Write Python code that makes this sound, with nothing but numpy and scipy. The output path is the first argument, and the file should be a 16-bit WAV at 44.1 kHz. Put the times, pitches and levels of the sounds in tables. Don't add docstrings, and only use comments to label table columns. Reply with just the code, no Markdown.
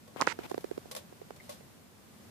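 import sys
import numpy as np
from scipy import signal
from scipy.fft import rfft, irfft
from scipy.io import wavfile
from scipy.ndimage import uniform_filter1d

SR = 44100
rng = np.random.default_rng(int(sys.argv[2]) if len(sys.argv) > 2 else 0)


def output_pcm(signal):
    pcm = np.clip(np.atleast_2d(signal).T, -1, 1) * 32767
    wavfile.write(sys.argv[1], SR, np.round(pcm).astype(np.int16))


N = 101429

# start_s, push_db, pitch_hz, swell_s, ring_db, tick_db, left_gain_db
KNOCKS = [(0.162, -35.5, 520, 0.00026, -76, -52, 14), (0.2053, -18, 1010, 0.0009, -60, -41, -9),
          (0.213, -11.5, 1093, 0.00077, -24, -6, -13.5), (0.2204, -6, 1500, 0.00012, -34, -13, -11),
          (.2240, -15.5, 1020, 0.001, -57, -39, -24), (.2700, -22.5, 1070, 0.0005, -27.5, -13.5, -7),
          (.2740, -6, 1500, 0.00033, -9.5, -21, -49), (0.276, -24, 1300, 0.00014, -9, -48, -14)]
# freq_hz, gain_db, t60_s
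CASE_MODES = [(320, -7.5, 0.0044), (560, -28, 0.0033), (896, -1.5, 0.005), (2110, -14, 0.0044)]
# freq_hz, gain_db
TICK_SPECTRUM = [(100, 19), (1000, -1), (2300, 5.5), (3200, 1.5), (4500, 9.5), (6500, 7), (9000, -2),
                 (15000, -21)]
# start_s, level_db, settled_pitch_hz, swell_s, snap_hz, snap_db
THUMPS = [(0.3893, -22.5, 336, 0.0013, 1346, -33), (.5122, -28, 590, 0.00075, 1090, -42),
          (.5143, -21.5, 346, 0.0018, 1025, -26.5), (.5440, -20.5, 340, 0.0011, 1090, -29.5),
          (0.5787, -20, 370, 0.0011, 713, -29), (0.6428, -21.5, 348, 0.0017, 1060, -32.5),
          (0.7125, -21, 362, 0.0019, 1420, -36), (0.7776, -22, 350, 0.0013, 1080, -34),
          (0.857, -32, 350, 0.00075, 1100, -57), (1.125, -37, 387, 0.0013, 920, -46),
          (1.2152, -32.5, 402, 0.002, 990, -43), (1.3062, -31.5, 384, 0.0013, 1340, -34.5),
          (1.608, -40.5, 417, 0.0012, 700, -60)]
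# freq_hz, gain_db
SLIP_SPECTRUM = [(100, -21), (300, -21), (600, 21), (1100, -2), (2000, 2), (3200, -7.5), (5000, -5.5),
                 (8000, -20), (14000, -15)]
# start_s, length_s, level_db, fade_db, left_gain_db
SCUFFS = [(0.166, 0.026, -49.5, -3, 9.5), (0.193, 0.12, -41, -8, 1), (0.317, 0.06, -42.5, -23, -6),
          (0.393, 0.045, -46, -7, 0.5), (0.433, 0.033, -45, -0.5, 4)]
# freq_hz, gain_db
SCUFF_SPECTRUM = [(80, 2.5), (250, 1), (800, -3), (1500, -9.5), (2300, -9.5), (3200, -14.5), (6000, -23.5),
                  (14000, -28.5)]
# freq_hz, gain_db
SCRAPE_SPECTRUM = [(120, -23), (330, -1), (660, -31), (950, -2), (1800, -0.5), (2200, 0.5), (3000, -7),
                   (5500, -11.5), (9000, -18), (12000, -46)]
# pitch_hz, level_db
SQUEAK_TONES = [(915, -36.5), (1350, -36), (2137, -37.5)]
# start_s, level_db, attack_s, t60_s, ring_db
CRUNCHES = [(.078, -54, 0.00049, 0.045, -55), (.4960, -52, 0.0012, 0.2, -48.5),
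            (.6075, -49, 0.00065, 0.032, -79), (.9125, -39, 0.00057, 0.098, -46.5),
            (.9497, -36, 0.00059, 0.037, -42.5), (.9632, -38.5, 0.00068, 0.13, -43.5),
            (1.3620, -54, 0.0011, 0.056, -59), (1.4150, -55.5, 0.028, 0.39, -72),
            (1.4920, -44, 0.0022, 0.2, -42), (1.5210, -52.5, 0.00088, 0.25, -73)]
# freq_hz, gain_db
CRUNCH_SPECTRUM = [(150, -29), (500, 5), (1200, -0.5), (1600, -3.5), (4500, 0.5), (7500, -4.5),
                   (10000, -2.5), (14500, -9)]
# freq_hz, gain_db, t60_s
TANK_MODES = [(513.6, 2.5, 0.15), (588.7, 3.5, 0.095), (1102, -1.5, 0.1), (2028, -2.5, 0.042),
              (3540, -14, 0.21), (5430, -26, 0.062)]
# freq_hz, gain_db
CREAK_SPECTRUM = [(1700, -32), (2100, 4), (2550, -42)]
# freq_hz, t60_s
ROOM_DECAY = [(100, 0.058), (1000, 0.023), (6000, 0.13)]
# freq_hz, density_db
AIR_SPECTRUM = [(15, -40), (25, -31), (87, -2.5), (222, -2), (290, -6.5), (750, -13), (2710, -21),
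                (14500, -26.5)]
# time_s, level_db
AIR_LEVELS = [(0, -57), (.55, -52.5), (1.1, -55.5), (1.6, -55), (1.9, -57.5), (2.3, -54.5)]
# freq_hz, correlation
AIR_CORRELATION = [(60, 0.42), (640, 0.16), (1400, 0)]
# time_s, level_db
DRONE_LEVELS = [(0, -75), (.9, -76), (1.08, -62), (1.35, -82), (1.54, -57.5), (1.85, -84), (2.17, -56.5),
                (2.3, -67)]


def knocks(left_lead_s=0.00005, room_db=-7.5):
    out, t = np.zeros((2, N)), np.arange(2048) / SR
    ring = sum(amp(db - 60 * t / t60_s) * sine(hz, t) for hz, db, t60_s in CASE_MODES)
    tick = click(TICK_SPECTRUM, len(t))
    for start_s, push_db, hz, swell_s, ring_db, tick_db, left_db in KNOCKS:
        push = amp(push_db) * pulse(t, swell_s) * sine(hz, t)
        blow = push + amp(ring_db) * ring + amp(tick_db) * tick
        add(out[0], start_s - left_lead_s, amp(left_db) * blow)
        add(out[1], start_s, blow)
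    return out + amp(room_db) * room_tail(out)


def thumps(sag_ratio=0.29, sag_s=0.004, overtone_hz=673, left_lead_s=0.0011, left_db=-11):
    out, t = np.zeros((2, N)), np.arange(2048) / SR
    warped_s = t + sag_ratio * sag_s * (1 - np.exp(-t / sag_s))
    for start_s, db, hz, swell_s, snap_hz, snap_db in THUMPS:
        swing = amp(db) * pulse(t, swell_s) ** 1.14 * sine(hz, warped_s)
        overtone = amp(db - 20) * pulse(t, swell_s=0.0028) * sine(overtone_hz, t)
        snap = amp(snap_db) * pulse(t, swell_s=0.00049) * sine(snap_hz, t)
        friction = amp(snap_db - 6) * pulse(t, swell_s=0.00098) * noise(SLIP_SPECTRUM, len(t))
        thump = swing + overtone + snap
        add(out[0], start_s - left_lead_s, amp(left_db) * thump)
        add(out[1], start_s, thump)
        add(out, start_s, friction)
    return out


def scuffs(scrape_s=0.278, squeak_s=0.3145, scrape_left_db=-29):
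    out = np.zeros((2, N))
    scrape = stroke(SCRAPE_SPECTRUM, length_s=0.0497, level_db=-32, fade_db=-4.5, left_db=scrape_left_db)
    add(out, scrape_s, scrape)
    add(out, squeak_s, squeak(scrape_left_db))
    for start_s, length_s, level_db, fade_db, left_db in SCUFFS:
        add(out, start_s, stroke(SCUFF_SPECTRUM, length_s, level_db, fade_db, left_db))
    return out


def stroke(spectrum, length_s, level_db, fade_db, left_db, edge_s=0.0007, grain_depth=0.096):
    t = np.arange(8192) / SR
    gate = np.clip(np.minimum(t, length_s - t) / edge_s, 0, 1)
    envelope = gate * amp(level_db + fade_db * np.minimum(t / length_s, 1))
    roughness = unit_rms(uniform_filter1d(rng.standard_normal(len(t)), size=60))
    grain = unit_rms(np.exp(grain_depth * roughness))
    return noise(spectrum, len(t)) * grain * envelope * amp([[left_db], [0]])


def squeak(left_db, length_s=0.014):
    t = np.arange(0, length_s, 1 / SR)
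    tones = sum(amp(db) * sine(hz, t) for hz, db in SQUEAK_TONES)
    return tones * np.sin(np.pi * t / length_s) * amp([[left_db], [0]])


def crunches(creak_s=1.4, creak_db=-51.5):
    out, t = np.zeros((2, N)), np.arange(8192) / SR
    for start_s, db, attack_s, t60_s, ring_db in CRUNCHES:
        envelope = np.minimum(t / attack_s, 1) * amp(db - 60 * t / t60_s)
        burst = noise(CRUNCH_SPECTRUM, len(t)) * envelope
        add(out, start_s, burst + amp(ring_db) * tank_ring(t))
    creak = amp(creak_db) * pulse(t, swell_s=0.0052) * noise(CREAK_SPECTRUM, len(t))
    add(out, creak_s, creak)
    return out


def tank_ring(t, spread_ratio=0.013, swell_s=0.0024):
    ring = np.zeros((2, len(t)))
    for hz, db, t60_s in TANK_MODES:
        detuned_hz = hz * (1 + spread_ratio * rng.standard_normal())
        cycles = detuned_hz * t + rng.random((2, 1))
        ring += amp(db - 60 * t / t60_s) * np.sin(2 * np.pi * cycles)
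    return ring * (1 - np.exp(-t / swell_s))


def room_tail(x):
    hz, t, bands = signal.stft(rng.standard_normal((2, SR // 3)), SR, nperseg=256)
    decay = amp(-60 * t / lookup(ROOM_DECAY, hz)[:, None])
    tail = signal.istft(bands * decay, SR, nperseg=256)[1]
    tail /= np.linalg.norm(tail[0])
    return signal.fftconvolve(x.mean(0)[None], tail, axes=1)[:, :N]


def room_air():
    t, hz = np.arange(N) / SR, np.fft.rfftfreq(N, 1 / SR)
    left, unrelated = rfft(noise(AIR_SPECTRUM, N))
    correlation = lookup(AIR_CORRELATION, hz)
    right = correlation * left + np.sqrt(1 - correlation ** 2) * unrelated
    return irfft(np.array([left, right]), N) * amp(np.interp(t, *np.transpose(AIR_LEVELS)))


def room_drone(centre_hz=220, half_width_hz=34):
    t, hz = np.arange(N) / SR, np.fft.rfftfreq(N, 1 / SR)
    band = 1 / (1 + ((hz - centre_hz) / half_width_hz) ** 4)
    drone = unit_rms(irfft(rfft(rng.standard_normal(N)) * band, N))
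    return drone * amp(np.interp(t, *np.transpose(DRONE_LEVELS)))


def amp(db):
    return 10 ** (np.asarray(db) / 20)


def unit_rms(x):
    return x / np.sqrt(np.mean(x ** 2) + 1e-20)


def sine(hz, t):
    return np.sin(2 * np.pi * hz * t)


def pulse(t, swell_s):
    return t / swell_s * np.exp(1 - t / swell_s)


def lookup(table, hz):
    table_hz, values = np.transpose(table)
    return np.interp(np.log(hz + 1), np.log(table_hz + 1), values)


def add(mix, start_s, sound):
    part = mix[..., max(round(start_s * SR), 0):][..., :sound.shape[-1]]
    part += sound[..., :part.shape[-1]]


def noise(spectrum, size, top_hz=14800):
    hz = np.fft.rfftfreq(size, 1 / SR)
    gain = amp(lookup(spectrum, hz)) * (hz < top_hz)
    return unit_rms(irfft(rfft(rng.standard_normal((2, size))) * gain, size))


def click(spectrum, size):
    hz = abs(np.fft.fftfreq(size, 1 / SR))
    log_gain = np.log(amp(lookup(spectrum, hz)))
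    impulse = np.fft.ifft(np.exp(np.conj(signal.hilbert(log_gain)))).real
    return impulse / abs(impulse).max()


def scene(case_cut_hz=188):
    background = room_air() + room_drone()
    low_cut = signal.butter(4, case_cut_hz, "highpass", fs=SR, output="sos")
    handling = signal.sosfilt(low_cut, knocks() + thumps() + scuffs())
    return handling + crunches() + background


def record(dry, cutoff_hz=16600):
    low_pass = signal.firwin(255, cutoff_hz, window=("kaiser", 9), fs=SR)
    return signal.oaconvolve(dry, low_pass[None], "same")


dry = scene()
out = record(dry)
output_pcm(out)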